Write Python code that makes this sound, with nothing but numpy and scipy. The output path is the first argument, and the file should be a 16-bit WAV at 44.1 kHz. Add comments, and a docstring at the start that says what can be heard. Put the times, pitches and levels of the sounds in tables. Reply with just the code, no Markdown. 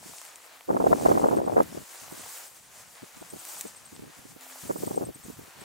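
"""Legs brush through tall dry grass on a breezy hillside, heard by a head-worn stereo camera.
The grass is filtered noise and tiny clicks, over the steady low noise of the microphone capsules.
Wind thumps on two ports are summed wave packets and deep noise; stalks pop as single wave packets.
Trains of high insect chirps are gated tones, stem snaps are noise bursts rung through resonances,
and one brief faint hum is a sine."""
import sys
import numpy as np
from scipy import signal
from scipy.fft import rfft, irfft, next_fast_len
from scipy.io import wavfile
from scipy.ndimage import uniform_filter1d, minimum_filter1d, map_coordinates

SR = 44100
rng = np.random.default_rng(int(sys.argv[2]) if len(sys.argv) > 2 else 0)


def invert_db(level):
    """Linear amplitude ratio for a level in decibels (20 dB per decade), elementwise."""
    return 10 ** (np.asarray(level, dtype=float) / 20)


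def pcm_store(signal):
    """Save signal as 16-bit PCM."""
    levels = np.round(np.clip(np.atleast_2d(signal), -1, 1) * 32767)
    wavfile.write(sys.argv[1], SR, levels.astype(np.int16).T)


N = 248724


def unit(x):
    """Normalisation: scales a signal to an rms of 1."""
    return x / np.sqrt(np.mean(x ** 2) + 1e-20)


def along(points, hz):
    """Spectral interpolation: reads (frequency, value) points on a logarithmic frequency axis."""
    point_hz, value = np.transpose(points)
    return np.interp(np.log(hz + 1), np.log(point_hz + 1), value)


def curves(rows):
    """Linear interpolation in time: one curve for each column after the time."""
    s, *columns = np.transpose(rows)
    return [np.interp(np.arange(N) / SR, s, column) for column in columns]


def wobble(rate):
    """Slow random modulation: a smooth curve through `rate` random knots a second."""
    knots = rng.standard_normal(int(N * rate / SR) + 4)
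    return map_coordinates(knots, [np.arange(N) * rate / SR])


def filtered(x, response):
    """Linear filtering: the spectrum of x is multiplied by a response of frequency."""
    m = next_fast_len(N + 8192)
    return irfft(rfft(x, m) * response(np.fft.rfftfreq(m, 1 / SR)), m)[..., :N]


def wavelets(s, gain, hz, cycles, phase):
    """Superposition of short wave packets centred on times s; each rises faster than it fades."""
    k = np.arange(-300, 501)
    turns = hz[:, None] * k / SR
    span = np.where(k < 0, 0.54 * cycles, cycles)
    carrier = np.cos(2 * np.pi * turns + phase[:, None])
    wave = gain[:, None] * carrier / (1 + (turns / span) ** 2) ** 2
    wave *= signal.windows.tukey(len(k), .4)
    at = np.clip(np.round(s * SR).astype(int)[:, None] + k, 0, N)
    return np.bincount(at.ravel(), wave.ravel(), N + 1)[:N]


# left-right correlation of the brushing: (frequency [Hz], correlation [1])
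BRUSH_CORRELATION = [(60, 0.63), (150, 0.17), (380, 0.66), (950, 0.52), (2380, 0.41), (5980, 0.74),
                     (15000, 0.54)]


def brush(spectrum, per_s, spread_db, grain_share, patchy_db):
    """Friction noise: patchy noise plus tiny stem clicks of very uneven size, in stereo at rms 1."""
    z = signal.stft(rng.standard_normal((2, N)), nperseg=256)[2]
    field = uniform_filter1d(rng.standard_normal(z.shape[1:]), 5, 0)
    field = uniform_filter1d(field, 12, 1)
    noise = unit(signal.istft(z * invert_db(patchy_db * unit(field)), nperseg=256)[1][:, :N])
    hit = rng.random(N) < per_s / SR
    size = invert_db(spread_db * np.minimum(rng.exponential(size=N), 2.8))
    clicks = unit(hit * size * rng.standard_normal((2, N)))
    share = np.clip(grain_share, 0, 1)
    pair = np.sqrt(1 - share) * noise + np.sqrt(share) * clicks

    def mid_side_response(hz):
        # this mid/side angle gives left and right the tabled correlation
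        angle = np.arccos(np.clip(along(BRUSH_CORRELATION, hz), -1, 1)) / 2
        low_cut = np.minimum(1, hz / spectrum[0][0]) ** 3
        return invert_db(along(spectrum, hz)) * low_cut * [np.cos(angle), np.sin(angle)]

    mid, side = filtered(pair, mid_side_response)
    return unit(np.array([mid + side, mid - side]))


# legs through the grass: (time [s], stem contact level [dB], seed heads relative to stems [dB],
# low blades relative to stems [dB])
STRIDES = [(0, -55.5, -7, -4), (.04, -50.5, -3, -5), (.17, -47.5, -4.5, -6.5), (.32, -54.5, -4, -0.5),
           (.6, -57.5, 0, 1.5), (.74, -57, -3, -1), (.83, -53.5, -1, -2.5), (1.07, -45, -4.5, -5.5),
           (1.33, -52.5, -1, 1.5), (1.41, -58.5, -4, 2.5), (1.57, -55.5, -5, -1), (1.63, -52, 1, 0.5),
           (1.69, -54, -1, -1.5), (2.2, -47, -3.5, -4), (2.33, -45.5, -1.5, -5.5), (2.44, -45.5, -3, -7),
           (2.5, -53.5, -2, -4), (2.7, -58.5, -4, -0.5), (2.8, -52, -4, -3.5), (2.87, -55, -3.5, -1.5),
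           (3.28, -56, -0.5, 0.5), (3.49, -44, 1.5, -7.5), (3.63, -48, -0.5, -3.5), (3.75, -55, -6, -3),
           (4.11, -57, -1.5, 0.5), (4.3, -52.5, -6, -7), (4.38, -59.5, 4, 2.5), (4.43, -52.5, 1.5, -3),
           (4.63, -47, -1, -5.5), (4.71, -50.5, 0, -7), (4.85, -48, 2, -6.5), (4.96, -52.5, 1, -6.5),
           (5.12, -59, 1.5, -1), (5.31, -52.5, -2, -3.5), (5.51, -58.5, -0.5, 2.5), (5.64, -55.5, -2, 4.5)]
# relative spectra of stems, low blades and seed heads: (frequency [Hz], density [dB per Hz])
STEM_SPECTRUM = [(1760, -23), (3000, -13.5), (4250, -10.5), (4560, -8.5), (7330, -2), (10300, -6.5),
                 (12000, -22), (15600, -75), (22000, -120)]
BLADE_SPECTRUM = [(59, -47), (100, -22), (205, -31.5), (320, -13.5), (413, -13.5), (484, -9.5), (806, -5.5),
                  (1700, -4.5), (2340, -5.5), (3660, -9.5), (4500, -10), (5850, -17), (9900, -120)]
SEED_HEAD_SPECTRUM = [(6180, -11), (10500, 0), (11700, 0.5), (15100, 3), (15800, -0.5)]
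CRUNCH_DB = 5  # extra low crush underfoot


def grass():
    """Sliding friction: stems, blades and seed heads brush the legs in uneven clumps of contact."""
    stems_db, heads_db, blades_db = curves(STRIDES)
    clump = wobble(24.13)
    swish_db = stems_db + 1.2 * clump + .6 * wobble(9)
    swish = invert_db(swish_db) * brush(STEM_SPECTRUM, 2500, 3, .22, 1.3)
    rustle = brush(BLADE_SPECTRUM, 500, 1.8, 0.23, 1.0)
    crunch = filtered(rustle, lambda hz: 1 / (1 + (hz / 1200) ** 4))  # matted grass crushed under the sole
    rustle_db = stems_db + blades_db + .5 * clump + 0.89 * wobble(15)
    rustle = invert_db(rustle_db) * (rustle + (invert_db(CRUNCH_DB) - 1) * crunch)
    hiss_db = stems_db + heads_db + 0.67 * clump + 1.4 * wobble(41)
    hiss = invert_db(hiss_db) * brush(SEED_HEAD_SPECTRUM, 2500, 1.8, 0.24, 1.0)
    return (swish + rustle + hiss) * invert_db([[.6], [-.6]])  # slightly to the left


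# relative spectrum of the capsules' low noise: (frequency [Hz], density [dB per Hz])
CAPSULE_SPECTRUM = [(15, -9), (40, -11), (80, -1.5), (130, -11), (260, 1), (400, -10), (800, -60)]


def capsule_noise():
    """Stationary noise: steady low noise of the microphone capsules, partly shared by the channels."""
    noise = filtered(rng.standard_normal((2, N)), lambda hz: invert_db(along(CAPSULE_SPECTRUM, hz)))
    return invert_db(-75.5) * unit(noise + noise[::-1] * .4)


# gusts: (start [s], end [s], airflow over the ports [dB], deep rumble [dB])
GUSTS = [(0, .13, -62, -64), (.687, .778, -31, -49.5), (.802, .955, -29.5, -42.5),
         (.96, 1.045, -32.5, -40.5), (1.055, 1.178, -28, -39), (1.195, 1.295, -28, -42.5),
         (1.31, 1.4, -28, -41.5), (1.43, 1.55, -33.5, -45.5), (1.563, 1.62, -27.5, -53),
         (1.65, 1.82, -49, -52.5), (2.02, 2.28, -61, -69), (2.5, 2.95, -71.5, -69),
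         (3.14, 3.41, -64.5, -69), (3.55, 3.9, -66, -72), (3.92, 4.1, -53, -69), (4.17, 4.37, -58.5, -77),
         (4.63, 4.77, -48.5, -61), (4.785, 5.1, -42, -48.5), (5.15, 5.2, -59, -59),
         (5.24, 5.33, -53.5, -50), (5.37, 5.44, -53.5, -55), (5.56, 5.7, -56, -71)]
GUST_RISE_DB_PER_S, GUST_FALL_DB_PER_S, CALM_DB = 2500, 800, -95
# puff of air dragged along by a strong eddy; its rumble follows the eddy's level in dB
PUFF_S, PUFF_FLOW_DB, PUFF_RUMBLE_DB, PUFF_RUMBLE_FOLLOWS = 0.018, -20, -48, 0.33


def airflow():
    """Gust envelopes: flow and rumble in dB rise fast and fall slower; strong eddies add short puffs."""
    t = np.arange(0, N, 64)[:, None] / SR
    s, db, _ = np.transpose(EDDIES)
    puff_rumble_db = PUFF_RUMBLE_DB + PUFF_RUMBLE_FOLLOWS * db
    puffs = np.transpose([s - PUFF_S / 2, s + PUFF_S / 2, db + PUFF_FLOW_DB, puff_rumble_db])
    start, end, *levels = np.transpose(np.vstack([GUSTS, puffs]))
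    away_db = GUST_RISE_DB_PER_S * np.maximum(start - t, 0) + GUST_FALL_DB_PER_S * np.maximum(t - end, 0)
    loudest = [np.maximum((db - away_db).max(axis=1), CALM_DB) for db in levels]
    return [np.interp(np.arange(N) / SR, t[:, 0], db) for db in loudest]


# colour of the port cavity for wind: (frequency [Hz], gain [dB])
PORT_GAIN = [(15, -47), (50, -8.5), (150, -1.5), (800, 4), (1400, 5), (2200, 0), (3500, -38)]


def through_port(x):
    """Cavity response: the port colours the wind pressure acting on it."""
    return filtered(x, lambda hz: invert_db(along(PORT_GAIN, hz)))


def small_eddies(flow_db):
    """Turbulence at one port: random wave packets follow the flow; faster air makes them higher."""
    draw = rng.random((2400, 4))
    level_db = flow_db[(draw[:, 0] * N).astype(int)]
    hz = 350 * invert_db(0.27 * (level_db + 35.5) + 12.4 * (draw[:, 1] - .5))
    size = invert_db(level_db - 8.5 + 17.5 * draw[:, 2] ** 1.45)
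    return wavelets(draw[:, 0] * N / SR, size, hz, 0.91, 2 * np.pi * draw[:, 3])


# relative spectrum of the deep rumble: (frequency [Hz], density [dB per Hz])
RUMBLE_SPECTRUM = [(15, -47), (30, -26), (50, -10), (80, -6), (130, -0.5), (220, -7), (400, -33)]


def deep_rumble(rumble_db):
    """Low-frequency turbulence: lumpy noise, partly common because large eddies press on both ports."""
    lumps = invert_db(1.53 * wobble(20) + 3.2 * np.array([wobble(18), wobble(23)]))
    deep = filtered(rng.standard_normal((2, N)), lambda hz: invert_db(along(RUMBLE_SPECTRUM, hz)))
    deep += 0.28 * deep[::-1]
    return invert_db(rumble_db) * unit(lumps * deep)


# strongest eddies before break-up: (time [s], nominal side level [dB], mid relative to side [dB])
EDDIES = [(.061, -39.5, -1), (.095, -43, -2), (.688, -23, -5), (.704, -9.5, -7), (0.731, -20.5, 0),
          (.748, -14.5, -4.5), (0.767, -12, -4), (0.802, -12.5, -3), (0.842, -10, -7.5), (.868, -6.5, -7.5),
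          (.911, -12.5, -5.5), (.929, -3.5, -6), (1.061, -3.5, -8), (1.086, -9, -6.5), (1.1, -16, -6),
          (1.115, -6, -9), (1.153, -12, -11), (1.175, -9.5, -16), (1.241, -7, -6), (1.259, -10.5, -16),
          (1.286, -10, -12.5), (1.31, -16.5, 0), (1.33, -10, -9), (1.37, -10.5, -11), (1.387, -13, -9),
          (1.417, -15, -10), (1.478, -15.5, -8), (1.528, -18.5, -5), (1.568, -5.5, -9), (1.581, -6.5, -7.5),
          (1.603, -4.5, -7), (1.725, -33, -1), (1.749, -28.5, -3), (1.774, -23.5, -6), (2.03, -45, -13),
          (2.124, -32, -3.5), (2.145, -39, -7), (2.178, -38, -10), (2.198, -38, -3), (3.031, -33, -1.5),
          (3.172, -40, -9), (3.219, -33.5, -5), (3.336, -28, -7), (3.362, -35, -2), (3.653, -28.5, -4),
          (3.663, -42, -5), (3.926, -42.5, 2.5), (3.994, -35.5, -0.5), (4.024, -34, -6), (4.037, -34.5, -2),
          (4.063, -46, 2), (4.19, -43, 0), (4.255, -40.5, 1), (4.364, -42.5, 2.5), (4.655, -35, -3),
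          (4.698, -18, -7), (4.707, -14.5, -10.5), (4.759, -22.5, -5), (4.835, -18, -3.5),
          (4.874, -19.5, -5), (4.91, -21, -3.5), (4.942, -29, -4), (4.977, -13.5, -9.5), (5.011, -20.5, -2),
          (5.022, -21.5, -0.5), (5.032, -23, -2), (5.088, -27.5, -7.5), (5.16, -42, 4), (5.254, -38, 2),
          (5.285, -34.5, 3.5), (5.301, -29.5, -2), (5.393, -35, 0.5), (5.414, -50, -11), (5.48, -45, -1),
          (5.618, -42, 5.5)]
# break-up of a strong eddy: (nominal delay [cycles], nominal relative level [dB], nominal pitch ratio [1])
SWIRLS = [(0, -2, 0.84), (.3, -14.5, 1.5), (1.8, -5.5, 1.2), (3.6, -15, 2.3)]
EDDY_HZ, EDDY_LOWEST_HZ = 738.5, 318  # pitch at 0 dB and its floor, before scatter
EDDY_RISE, EDDY_SCATTER_DB = 0.217, 2.5  # dB of pitch per dB of level, full width of the pitch scatter


def strong_eddies():
    """Vortex break-up: mid and side of big eddies, stronger ones higher, each split into swirls."""
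    s, side_db, below_db = np.transpose(EDDIES)
    scatter = invert_db(EDDY_SCATTER_DB * (rng.random(len(s)) - .5))
    hz = np.maximum(EDDY_HZ * invert_db(EDDY_RISE * side_db), EDDY_LOWEST_HZ) * scatter
    out = np.zeros((2, N))
    for late_cycles, swirl_db, ratio in SWIRLS:
        draw = rng.random((len(s), 4))
        at = s + late_cycles * (0.741 + 0.576 * draw[:, 2]) / hz
        # only delayed swirls scatter further in pitch
        pitch = ratio * hz * invert_db(np.sign(late_cycles) * 8.0 * (draw[:, 3] - .5))
        mid_gain = invert_db(side_db + below_db + 1.384 * swirl_db)
        out[0] += wavelets(at, mid_gain, .85 * pitch, 0.62, 2 * np.pi * draw[:, 0])
        out[1] += wavelets(at, invert_db(side_db + swirl_db), pitch, 0.99, 2 * np.pi * draw[:, 1])
    return out


# gain the camera puts on the difference of its ports: (frequency [Hz], side gain [dB])
SIDE_GAIN = [(30, -12), (70, -8), (150, 0.5), (250, 4.5), (400, 5), (800, 7.5), (1400, 4.5), (2500, -5.5)]


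def wind():
    """Local pressure fluctuation: each port has its own eddies; the camera reshapes their difference."""
    flow_db, rumble_db = airflow()
    ports = through_port(np.array([small_eddies(flow_db) for _ in range(2)]))
    ports += deep_rumble(rumble_db)
    mid = (ports[0] + ports[1]) / 2
    side = filtered((ports[0] - ports[1]) / 2, lambda hz: invert_db(along(SIDE_GAIN, hz)))
    mid, side = [mid, side] + through_port(strong_eddies())
    return np.array([mid + side, mid - side])


# stalks popping underfoot: (time [s], packet level before bass loss [dB], pitch [Hz])
POPS = [(0.028, -38, 740), (0.135, -37, 990), (0.161, -45, 735), (0.215, -36.5, 1080), (0.241, -57, 813),
        (0.608, -40.5, 790), (2.042, -39, 980), (2.079, -38.5, 696), (2.099, -41, 856), (2.113, -36, 759),
        (2.261, -35, 820), (3.225, -33.5, 695), (3.963, -43, 874), (4.465, -39, 680), (4.557, -36.5, 730)]


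def stalk_pops():
    """Impulsive radiation: each stalk gives one short wave packet, and small sources radiate little bass."""
    s, db, hz = np.transpose(POPS)
    pops = wavelets(s + 0.0018, invert_db(db), hz, 1.0, 2 * np.pi * rng.random(len(s)))
    return filtered(pops, lambda f: 1 / (1 + (350 / (f + 1)) ** 4))


# insect trains: (first chirp [s], last chirp [s], nominal level before panning [dB])
TRAINS = [(0.17, .4424, -51), (1.27, 1.454, -45), (2.016, 2.562, -47), (3.207, 3.945, -44),
          (4.675, 5.2365, -42), (5.6057, 5.698, -42.5)]
CHIRP_HZ, CHIRP_GAP_S = 8365, .0923  # nominal pitch and spacing
SWELL_DB, SWELL_HZ = 5, 150  # a train starts and ends softer and starts lower


def insect():
    """Stridulation: evenly spaced 20 ms wing strokes, each a tone whose pitch sags at the end."""
    out, t = np.zeros(N + SR), np.arange(2048) / SR
    stroke = np.clip(np.minimum(t / 0.0024, (.02 - t) / 0.011), 0, 1)
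    sag_hz = 300 * np.clip((t - .01) / 0.0038, 0, 1)
    for first, last, db in TRAINS:
        for u in np.linspace(0, 1, round((last - first) / CHIRP_GAP_S) + 1):
            edge = (2 * u - 1) ** 4  # 1 at either end of the train
            teeth = invert_db(0.5 * np.repeat(rng.standard_normal(32), 64))  # uneven teeth of the file
            hz = CHIRP_HZ - SWELL_HZ * edge * (1 - u) + rng.normal(0, 38) - sag_hz
            gain = invert_db(db - SWELL_DB * edge + rng.normal(0, 1))
            chirp = gain * stroke * teeth * np.sin(2 * np.pi * np.cumsum(hz) / SR)
            out[round((first + u * (last - first)) * SR):][:2048] += chirp
    return out[:N] * invert_db([[2.5], [-2.5]])  # to the left


def resonance(x, hz, width):
    """Second-order resonance: a band-pass response centred on hz, width in Hz."""
    f = np.fft.rfftfreq(len(x), 1 / SR)
    return irfft(rfft(x) * 1j * f * width / (hz * hz - f * f + 1j * f * width))


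# stems breaking: (time [s], crack peak before panning [dB], crack centre [Hz], body relative to crack [dB])
SNAPS = [(.183, -30, 6500, -6), (.2144, -29, 7450, -5), (.2505, -32, 8200, -5), (.3572, -29, 7400, -14),
         (.6076, -37, 2460, -6), (.9672, -32, 7090, -12), (1.202, -33, 8030, -10), (1.297, -33, 9880, -12),
         (1.6043, -36, 12500, -8), (1.6315, -28, 9390, -20), (2.2164, -31, 9000, -10),
         (2.9522, -39, 4690, -14), (3.4508, -24, 7800, -12), (3.6093, -18, 8200, -9),
         (3.9628, -38, 4000, -1), (4.4084, -36, 8500, -8)]
SNAP_PAN_DB = 1.5  # left over right


def stem_snaps():
    """Brittle fracture: a sharp resonant crack over a duller body, with a short rattle."""
    out, t = np.zeros((2, N + 2048)), np.arange(2048) / SR
    peak = lambda x: x / np.abs(x).max()
    decay = invert_db(-60 * t / .002) + .2 * invert_db(-60 * t / .018)  # the slower part is the rattle
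    for s, db, hz, body_db in SNAPS:
        burst = rng.standard_normal((2, 2048)) * decay
        crack = peak(resonance(resonance(burst[0], hz, .9 * hz), hz, .9 * hz))
        body = peak(resonance(burst[1], 2500, 2400))
        snap = invert_db(db) * (crack + invert_db(body_db) * body)
        out[:, round((s + .001) * SR):][:, :2048] += snap * invert_db([[SNAP_PAN_DB / 2], [-SNAP_PAN_DB / 2]])
    return out[:, :N]


# the one low tone: (pitch [Hz], rms level [dB])
HUM = (260, -64.5)
# when it sounds: (start [s], end [s])
HUM_SPAN = (4.39, 4.62)


def hum():
    """Pure tone: a faint steady low sine, briefly gated on."""
    (start, end), (hz, db) = HUM_SPAN, HUM
    t = np.arange(N) / SR
    gate = np.clip(np.minimum(t - start, end - t) / 0.012, 0, 1)
    return np.sqrt(2) * gate * invert_db(db) * np.sin(2 * np.pi * hz * t)


def scene():
    """Superposition in a free field: the layers add and no walls answer."""
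    return grass() + capsule_noise() + wind() + stalk_pops() + insect() + stem_snaps() + hum()


# upper band limit: (frequency [Hz], gain [dB])
BAND_EDGE = [(15800, 0), (15900, -50)]


def band_limited(x):
    """Low-pass filtering: little is kept above the band edge."""
    return filtered(x, lambda hz: invert_db(along(BAND_EDGE, hz)))


def roll_off(x):
    """The treble ends steeply here."""
    return signal.sosfilt(signal.butter(12, 16980, fs=SR, output="sos"), x)


def record(dry):
    """Peak limiting: a fast gain holds down the thumps before the band is limited."""
    need = np.minimum(1, .88 / (np.abs(dry).max(axis=0) + 1e-9))
    gain = minimum_filter1d(need, size=161)  # reaches ahead of each peak
    gain = uniform_filter1d(uniform_filter1d(gain, size=81), size=81)
    mix = band_limited(dry * gain)
    return roll_off(mix)


dry = scene()
out = record(dry)
pcm_store(out)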